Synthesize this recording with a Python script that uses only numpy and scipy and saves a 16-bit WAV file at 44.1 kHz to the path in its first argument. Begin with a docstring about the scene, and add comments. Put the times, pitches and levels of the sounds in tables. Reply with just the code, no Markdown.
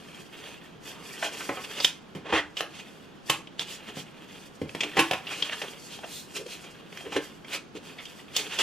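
"""Folding cardstock on a cutting mat.

A sheet is folded and its creases are pressed down with a bone folder. The stiff card snaps as it
buckles; friction makes it swish, rub and hiss under the fingers, and it ticks as it flexes.
Hands and folder knock on the mat, and the desk below rings.
A small room with a steady hiss is heard through a close pair of microphones."""
import sys
import numpy as np
from scipy import signal
from scipy.fft import rfft, irfft, next_fast_len
from scipy.io import wavfile

SR = 44100
rng = np.random.default_rng(int(sys.argv[2]) if len(sys.argv) > 2 else 0)


def unload_wav(signal):
    """Save mono or channel-first audio to the path in sys.argv[1] as 16-bit WAV at rate SR, clipped to [-1, 1]."""
    wavfile.write(
        sys.argv[1],
        SR,
        np.round(np.clip(np.atleast_2d(signal).T, -1, 1) * 32767).astype(np.int16),
    )


N = 380141
SHORT = 2 ** 14  # samples in one contact or room tail

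# Resonances of the card on the mat. Each row: centre in Hz, width in Hz, lift in dB (negative: slight dip).
CARD_RESONANCES = [(299, 6.6, 17.5), (427, 59, 8.5), (1773, 13, 6), (2515, 74, 8), (2834, 150, 9.5),
                   (3216, 45, 17), (3486, 69, 12.5), (5280, 130, -20)]
# Each row: frequency in Hz, relative level in dB.
SNAP_SPECTRUM = [(50, -38), (170, -10), (500, -15), (1400, -25), (2300, -12), (3200, -5.5), (4000, -6),
                 (5200, 0.5), (9000, -13.5), (15000, -22)]
# Each row: start in seconds, chatter t60 in seconds, main resonance in Hz, ring level in dB,
# brightness in dB, focus in dB.
CARD_SNAPS = [(1.8015, 0.035, 4570, -32.5, 0, 1), (1.8457, 0.033, 3230, -17, 1, 6.5),
              (2.569, 0.066, 3020, -30, -1, 9.5), (3.472, 0.026, 2840, -44.5, -4, 12),
              (3.5941, 0.0087, 3020, -28.5, 1, 10), (4.692, 0.022, 2550, -43.5, -7, 8.5),
              (4.8066, 0.061, 2440, -23.5, -2.5, 9.5), (4.8338, 0.028, 2620, -29.5, -6, 6),
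              (5.269, 0.036, 2720, -34, -6, 18), (5.4236, 0.04, 3260, -21.5, -2, 13.5),
              (5.4962, 0.02, 2200, -41, -12.5, 6), (5.617, 0.044, 2940, -34.5, -5, 2.5),
              (5.988, 0.033, 814, -47.5, -9.5, 7), (6.353, 0.018, 2820, -50, -2, 10),
              (6.925, 0.037, 3030, -53.5, -6, -3), (6.9733, 0.017, 2440, -44.5, -5, 0),
              (7.0064, 0.032, 755, -49, -8, 5), (7.4463, 0.037, 2420, -50, -7.5, 2),
              (7.986, 0.12, 2110, -42, -11, 10), (8.054, .03, 2550, -41.5, 4.5, 11),
              (8.3645, 0.031, 3000, -27.5, 6, 3.5), (8.5882, 0.037, 2950, -25.5, 0.5, 9)]


def snaps():
    """The stiff card buckles or an edge flicks free: it lets go all at once and rings."""
    out = np.zeros(N)
    for start_s, t60_s, main_hz, ring_db, bright_db, focus_db in CARD_SNAPS:
        force = chatter(t60_s, crack=0.32, grain=0.28, rise_s=0.00045)
        response = body(SNAP_SPECTRUM, [*CARD_RESONANCES, damped(main_hz, lift_db=17)], bins(SHORT))
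        levels_db = register_levels(ring_db, bright_db, weight_db=-20, focus_db=focus_db)
        add(out, excite(force, response, levels_db), start_s)
    return out


# Each row: frequency in Hz, relative level in dB.
STROKE_SPECTRUM = [(50, -31), (200, -14), (380, -2), (700, 1.5), (1400, 2), (2700, 2.5), (3400, -3),
                   (4000, 1.5), (6000, -2.5), (10000, -11.5), (15000, -22.5)]
# Each row: peak time in seconds, rise in seconds, main resonance in Hz, ring level in dB,
# brightness in dB, weight in dB.
SHORT_STROKES = [(0.999, 0.094, 1040, -47.5, -11, 2.5), (1.25, 0.024, 660, -28.5, 1.5, -9),
                 (1.338, .02, 404, -39, 0, -2), (1.411, 0.013, 1540, -44, -13, -16),
                 (1.647, 0.0085, 2660, -39, 1.5, -15), (1.784, 0.023, 2750, -32.5, -0.5, -6),
                 (1.85, 0.038, 3380, -29.5, 6.5, -22), (2.265, 0.014, 495, -42, -9, 3),
                 (2.304, 0.02, 920, -35.5, -7.5, 0), (2.337, 0.01, 483, -29, -4.5, 5),
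                 (2.366, 0.031, 1900, -21, -6.5, -7), (2.594, 0.022, 2820, -34, 1.5, -26),
                 (2.758, 0.026, 3100, -42.5, 1, -19), (2.797, 0.015, 2840, -41.5, 0, -25),
                 (3.613, 0.02, 3330, -32, 2, -11.5), (3.719, 0.048, 3100, -35.5, 4.5, -14),
                 (3.891, 0.016, 305, -39.5, -3.5, -0.5), (3.988, 0.033, 179, -38.5, 5.5, -12),
                 (4.845, 0.025, 2560, -34.5, -3, 3), (4.988, 0.023, 160, -26.5, -2, 3),
                 (5.323, 0.021, 2450, -31, -2, -20), (5.39, 0.051, 2900, -35, 3.5, -7),
                 (5.456, 0.025, 3310, -34.5, 0.5, -35), (5.53, 0.016, 1850, -30.5, -4.5, -24),
                 (5.639, 0.02, 3310, -43, -10.5, 6), (5.936, 0.037, 3180, -39, 4.5, -30),
                 (6.042, 0.0098, 694, -40.5, -10, -3.5), (6.159, 0.067, 3430, -42.5, 15, -28),
                 (6.368, 0.015, 2830, -32, 2.5, -8), (6.407, 0.022, 443, -53.5, -7, 19.5),
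                 (6.465, 0.0037, 354, -47.5, 2, 10), (6.525, 0.037, 3180, -37.5, 5.5, -16),
                 (6.646, 0.0085, 340, -46.5, -2, 0.5), (7.067, 0.019, 490, -50.5, -10, 17),
                 (7.142, 0.025, 500, -34.5, -0.5, -13), (7.17, 0.011, 326, -31, -4.5, 10),
                 (7.545, 0.023, 2480, -27.5, 1, -13), (7.768, 0.016, 387, -43.5, 0.5, 1.5),
                 (7.996, 0.026, 2650, -46, -3, -25), (8.387, 0.037, 3230, -27.5, 4, -9),
                 (8.539, 0.036, 2880, -30, -1, -19), (8.607, 0.019, 2940, -21, 0.5, -11.5)]


def strokes():
    """Friction follows the speed of each short scrape; the free span of card sets the main resonance."""
    out = np.zeros(N)
    t = (np.arange(SHORT) - SHORT // 2) / SR
    for peak_s, rise_s, main_hz, ring_db, bright_db, weight_db in SHORT_STROKES:
        speed = swell(t, rise_s, fall_s=1.05 * rise_s, steepness=1.94)
        force = speed * fibres(SHORT, slips_per_s=1800, spread_db=0.5, grain=0.29)
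        response = body(STROKE_SPECTRUM, [*CARD_RESONANCES, damped(main_hz, lift_db=11)], bins(SHORT))
        levels_db = register_levels(ring_db, bright_db, weight_db, focus_db=5.5)
        add(out, excite(force, response, levels_db), peak_s + t[0])
    return out


# Resonances of desk and mat. Each row: centre in Hz, width in Hz, lift in dB.
DESK_RESONANCES = [(172, 44, 9), (327, 10.3, 19.5), (460, 75, 8), (748, 180, 8), (1072, 34, 10.5),
                   (1730, 23, 2.5), (2420, 190, 4.5), (3070, 140, 6.5)]
# Each row: frequency in Hz, relative level in dB.
KNOCK_SPECTRUM = [(35, -25), (75, -13.5), (150, -5), (240, -9.5), (420, -5), (900, -8), (1600, -6.5),
                  (2900, -8), (4100, -12.5), (7000, -18), (12000, -21), (16000, -39)]
# Each row: start in seconds, chatter t60 in seconds, main resonance in Hz, ring level in dB,
# brightness in dB, weight in dB.
MAT_KNOCKS = [(1.2254, 0.049, 1880, -31.5, -10, -21), (1.4915, 0.04, 314, -36.5, -14.5, 6.5),
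              (1.571, 0.052, 1150, -42.5, -12, 1.5), (2.15, 0.16, 177, -44, -3.5, 11),
              (2.3249, 0.074, 110, -32, -13.5, 6), (2.6068, 0.0098, 1190, -30, -4, -5),
              (3.2975, 0.027, 436, -21, -1, -10.5), (3.969, 0.07, 250, -45, -7, 9.5),
              (4.616, 0.037, 154, -44, -4.5, 18), (4.749, .023, 298, -37, -4.5, 2.5),
              (4.969, 0.062, 300, -25, -7, -1), (4.9915, .06, 2610, -18, -3, -7),
              (5.111, 0.021, 3200, -25.5, -4, -5.5), (5.1332, 0.036, 2700, -30, -5.5, -5),
              (7.1217, 0.063, 3260, -38, -7, -3), (7.164, .02, 1770, -33, -5.5, -17),
              (7.751, 0.021, 374, -56, 2, 17.5)]


def knocks():
    """Hands and folder hit the mat and ring the desk; where each lands sets the main resonance."""
    out = np.zeros(N)
    for start_s, t60_s, main_hz, ring_db, bright_db, weight_db in MAT_KNOCKS:
        force = chatter(t60_s, crack=0.26, grain=0.58, rise_s=0.00083)
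        lift_db = 7.5 + 0.97 * max(weight_db, 0)  # a heavy, fleshy blow brings the resonance out
        response = body(KNOCK_SPECTRUM, [*DESK_RESONANCES, damped(main_hz, lift_db)], bins(SHORT))
        levels_db = register_levels(ring_db, bright_db, weight_db, focus_db=5)
        add(out, excite(force, response, levels_db), start_s)
    return out


# Rub and hiss of the sliding card. Each row: frequency in Hz, relative level in dB.
RUB_SPECTRUM = [(100, -46), (350, 3), (1000, 0.5), (1700, 2.5), (2600, 1.5), (3300, -3.5), (4000, -4),
                (6000, -21)]
HISS_SPECTRUM = [(2500, -6), (3600, -13), (4400, 9), (6300, 4), (9000, 1), (13000, -3), (16000, -58)]
# Each row: peak time in seconds, rise in seconds, rub level in dB, hiss relative to rub in dB.
SLOW_GLIDES = [(.11, 0.12, -50.5, -9.5), (.45, 0.082, -46, -9), (.65, 0.057, -52.5, -17),
               (0.889, 0.037, -46.5, -3.5), (1.14, 0.12, -46.5, -5), (1.4, 0.13, -45.5, -4),
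               (1.7, 0.14, -45.5, -6), (2.85, 0.16, -55, -8), (3.309, 0.024, -41, -2), (3.7, .07, -64, -12),
               (3.88, 0.062, -49.5, -14), (4.11, 0.13, -56, -15), (4.37, 0.086, -51.5, -6.5),
               (4.72, 0.12, -57, -3), (4.99, 0.15, -44.5, -12), (5.33, 0.051, -44, -8),
               (5.57, 0.11, -44, -6.5), (5.87, 0.088, -55, 0), (6.09, 0.079, -50.5, -5.5),
               (6.35, 0.041, -52, 2), (6.56, 0.17, -54, -5.5), (6.75, 0.14, -54, -28),
               (7.0, 0.064, -48.5, -7), (7.24, 0.087, -53, -4.5), (7.5, 0.019, -44, -11),
               (7.89, 0.045, -49, -8), (8.07, 0.07, -52.5, -6), (8.19, 0.027, -50.5, -9),
               (8.47, 0.11, -47.5, -4)]


def glides():
    """Slow glides along the crease and over the mat drive a dull rub, a surface hiss and small ticks."""
    t = np.arange(N) / SR
    rub_power, hiss_power = from_db(-66.5) ** 2, from_db(-74) ** 2  # the fingers are never quite still
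    for peak_s, rise_s, rub_db, hiss_db in SLOW_GLIDES:
        power = from_db(rub_db) ** 2 * swell(t - peak_s, rise_s, rise_s, steepness=2.0)
        rub_power = rub_power + power
        hiss_power = hiss_power + power * from_db(hiss_db) ** 2
    rub = sliding(RUB_SPECTRUM, rub_power, slips_per_s=70, grain=0.62, waver_db=-2.5)
    hiss = sliding(HISS_SPECTRUM, hiss_power, slips_per_s=560, grain=0.36, waver_db=2.43)
    return rub + hiss + ticks(rub_power)


def sliding(spectrum, power, slips_per_s, grain, waver_db):
    """Slow friction sounds the card, crackling where it catches; the finger pressure wavers."""
    size = next_fast_len(N)
    hz = bins(size)
    force = fibres(size, slips_per_s, spread_db=-2.5, grain=grain)
    low_cut = 1 / (1 + (180 / hz) ** 2)  # a small sheet radiates no bass
    response = body(spectrum, CARD_RESONANCES, hz) * low_cut
    sound = irfft(rfft(force) * response, size)[:N]
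    return rms_one(sound) * np.sqrt(power) * from_db(waver_db * drift(rate_hz=45))


def ticks(rub_power, per_s=40, low_hz=1643, high_hz=3600, t60_s=0.061):
    """The flexing card ticks at random times and pitches, as strongly as it rubs."""
    out = np.zeros(N)
    t = np.arange(SHORT // 4) / SR
    for when, pitch, strength in rng.random((int(per_s * N / SR), 3)):
        hz = low_hz * (high_hz / low_hz) ** pitch
        over_rub_db = -3.5 + 12 * strength ** 2 - 60 * t / t60_s
        add(out, np.sin(2 * np.pi * hz * t) * from_db(over_rub_db), when * N / SR)
    return out * np.sqrt(rub_power)


def fibres(size, slips_per_s, spread_db, grain):
    """Friction force: fibres catch and let go in uneven slips; grain is their rms over a smooth hiss."""
    slips = (rng.random(size) < slips_per_s / SR) * rng.choice([-1, 1], size)
    strength = from_db(spread_db * np.minimum(rng.exponential(1, size), 3))
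    return rms_one(rng.standard_normal(size) + grain * rms_one(slips * strength))


def chatter(t60_s, crack, grain, rise_s):
    """Contact force: one crack and a dying chatter of tiny touches."""
    t = np.arange(SHORT) / SR
    pressure = (1 - np.exp(-t / rise_s)) * from_db(-60 * t / t60_s)
    force = pressure * fibres(SHORT, slips_per_s=3600, spread_db=4.0, grain=grain)
    force /= np.linalg.norm(force)
    force[0] = crack
    return force


def swell(t, rise_s, fall_s, steepness):
    """A hand movement gathers speed, peaks at t = 0 and dies away."""
    return np.exp(-np.abs(t / np.where(t < 0, rise_s, fall_s)) ** steepness)


def damped(centre_hz, lift_db):
    """A resonance broadened by the damping of mat and fingers."""
    width_hz = 90 + centre_hz / 12
    return centre_hz, width_hz, lift_db


def body(spectrum, resonances, hz):
    """Response of an object: a broad spectrum with resonances on top."""
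    power = np.ones(len(hz))
    for centre_hz, width_hz, lift_db in resonances:
        power += (from_db(lift_db) ** 2 - 1) / (1 + (2 * (hz - centre_hz) / width_hz) ** 2)
    return from_db(at_hz(spectrum, hz)) * np.sqrt(np.maximum(power, 0.5))


def register_levels(ring_db, bright_db, weight_db, focus_db):
    """Thud, clack, ring, hiss in dB: focus lowers clack and hiss, brightness trades one for the other."""
    return ring_db + np.array([weight_db, -focus_db - bright_db, 0, -focus_db + bright_db])


def excite(force, response, levels_db, edges_hz=(550, 1900, 3700)):
    """A force drives a body; the contact sets the energy in its four registers."""
    hz, drive = bins(SHORT), rfft(force)
    # a light, hissy touch reaches further into the treble
    lightness_db = levels_db[-1] - levels_db[-2] + 6
    treble_octaves = np.log2(np.maximum(hz / 5500, 1))
    response = response * from_db(0.55 * lightness_db * treble_octaves)
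    above = [1 / (1 + (edge / hz) ** 12) for edge in edges_hz]
    registers = -np.diff([np.ones(len(hz)), *above, np.zeros(len(hz))], axis=0)
    energy = registers @ np.abs(drive * response) ** 2 * 2 / SHORT
    wanted = from_db(levels_db) ** 2 * SR / 100  # levels are rms over 10 ms
    balance = np.sqrt((wanted / energy) @ registers)
    return irfft(drive * causal(response * balance))


def causal(gain):
    """Minimum-phase response with this gain: nothing rings before the touch."""
    cepstrum = irfft(np.log(gain + 1e-9))
    half = len(cepstrum) // 2
    cepstrum[1:half] *= 2
    cepstrum[half + 1:] = 0
    return np.exp(rfft(cepstrum))


def scatter(x, above_hz, t60_s):
    """Small things on the desk throw back the treble, differently to each microphone."""
    t = np.arange(SHORT // 8) / SR
    echoes = rng.standard_normal((2, len(t))) * from_db(-60 * t / t60_s)
    echoes /= np.linalg.norm(echoes, axis=1, keepdims=True)
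    echoes = signal.sosfilt(signal.butter(3, above_hz, "high", fs=SR, output="sos"), echoes)
    return signal.oaconvolve(x[None], echoes, axes=1)[:, :N]


# Each row: frequency in Hz, t60 in seconds, left-right correlation.
ROOM_DECAY = [(100, 0.3, 0.96), (300, 0.13, 1), (1000, 0.31, 1), (2940, 0.21, 0.86), (6000, 0.27, 0.46),
              (15000, 0.21, 0.12)]


def room(x, first_s, build_s):
    """Reflections build up after the first one arrives and die away octave by octave."""
    t, hz = np.arange(SHORT) / SR, bins(SHORT)
    noise = diffuse(SHORT, ROOM_DECAY)
    centres_hz = np.geomspace(100, 12800, 8)
    tail = np.zeros((2, SHORT))
    for centre_hz, pick in zip(centres_hz, np.eye(len(centres_hz))):
        band = irfft(noise * np.interp(np.log(hz), np.log(centres_hz), pick))
        tail += band * from_db(-60 * t / at_hz(ROOM_DECAY, centre_hz))
    tail *= np.clip((t - first_s) / build_s, 0, 1)
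    return signal.oaconvolve(x[None], rms_one(tail) / np.sqrt(SHORT), axes=1)[:, :N]


# Each row: frequency in Hz, relative level in dB, left-right correlation.
ROOM_HISS_SPECTRUM = [(20, -13, .75), (45, -14.5, .75), (80, -5.5, 0.42), (117, -4.5, 0.4),
                      (156, 3.5, 0.55), (253, 2, 0.32), (454, -2.5, 0.46), (600, -6.5, 0.12),
                      (1610, -12, 0.34), (2080, -18.5, 0.13), (3200, -17, 0.37), (4000, -22.5, 0.2),
                      (6960, -31.5, 0.88), (14000, -70, .4)]


def room_hiss(level_db):
    """The steady, dull hiss of the room."""
    size = next_fast_len(N)
    spectra = diffuse(size, ROOM_HISS_SPECTRUM) * from_db(at_hz(ROOM_HISS_SPECTRUM, bins(size)))
    return from_db(level_db) * rms_one(irfft(spectra, size)[:, :N])


def diffuse(size, table):
    """Left and right spectra of noise arriving from all around."""
    mid, side = rfft(rng.standard_normal((2, size)))
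    correlation = np.clip(at_hz(table, bins(size), column=2), -1, 1)
    return np.sqrt(1 + correlation) * mid + np.sqrt(1 - correlation) * side * [[1], [-1]]


def drift(rate_hz):
    """A slow random curve of rms 1."""
    knots = rng.standard_normal(int(N / SR * rate_hz) + 2)
    return rms_one(np.interp(np.arange(N) / SR * rate_hz, np.arange(len(knots)), knots))


def from_db(db):
    """Decibels to gain."""
    return 10 ** (np.asarray(db) / 20)


def rms_one(x):
    """Scale to rms 1."""
    return x / np.sqrt(np.mean(x ** 2) + 1e-20)


def bins(size):
    """Real FFT frequencies, at least 1 Hz."""
    return np.maximum(np.fft.rfftfreq(size, 1 / SR), 1)


def at_hz(rows, hz, column=1):
    """Read a table column on a log-frequency axis."""
    table = np.array(rows)
    return np.interp(np.log(hz), np.log(table[:, 0]), table[:, column])


def add(out, sound, start_s):
    """Mix a sound into a track."""
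    start = max(round(start_s * SR), 0)
    out[start:start + len(sound)] += sound[:max(N - start, 0)]


def scene():
    """Knocks, snaps and friction on the desk, each with its share of the room."""
    blows, flicks, friction = knocks(), snaps(), strokes() + glides()
    direct = blows + flicks + friction
    # the hands wander over the mat, so one pattern of echoes gives way to another
    place = 2 * drift(rate_hz=6)
    shares = np.cos(place), np.sin(place)
    near = from_db(1.0) * sum(scatter(direct * share, above_hz=4980, t60_s=0.036) for share in shares)
    sent = from_db(-2.5) * blows + from_db(-8.0) * flicks + from_db(-7.5) * friction
    far = sum(room(sent * share, first_s=0.0044, build_s=0.001) for share in shares)
    return direct + near + far + room_hiss(level_db=-49)


# Each row: frequency in Hz, left level over right in dB, left phase lead in radians.
MICROPHONE_PAIR = [(100, 0, 0), (500, -0.8, 0.5), (1610, -1, 0.5), (4530, -2, 0.19), (7200, -1, 0.83),
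                   (10400, 1.5, 2), (13200, -2, 5), (15500, 7, -13.5)]
CUTOFF_HZ = 15300


def record(dry):
    """The two microphones differ in level and phase; the top treble is cut."""
    size = next_fast_len(N + SHORT)
    hz = bins(size)
    left = from_db(at_hz(MICROPHONE_PAIR, hz) / 2)
    right = np.exp(-1j * at_hz(MICROPHONE_PAIR, hz, column=2)) / left
    heard = irfft(rfft(dry, size) * np.array([left, right]), size)[:, :N]
    return signal.sosfilt(signal.ellip(10, 0.1, 80, CUTOFF_HZ, fs=SR, output="sos"), heard)


dry = scene()
out = record(dry)
unload_wav(out)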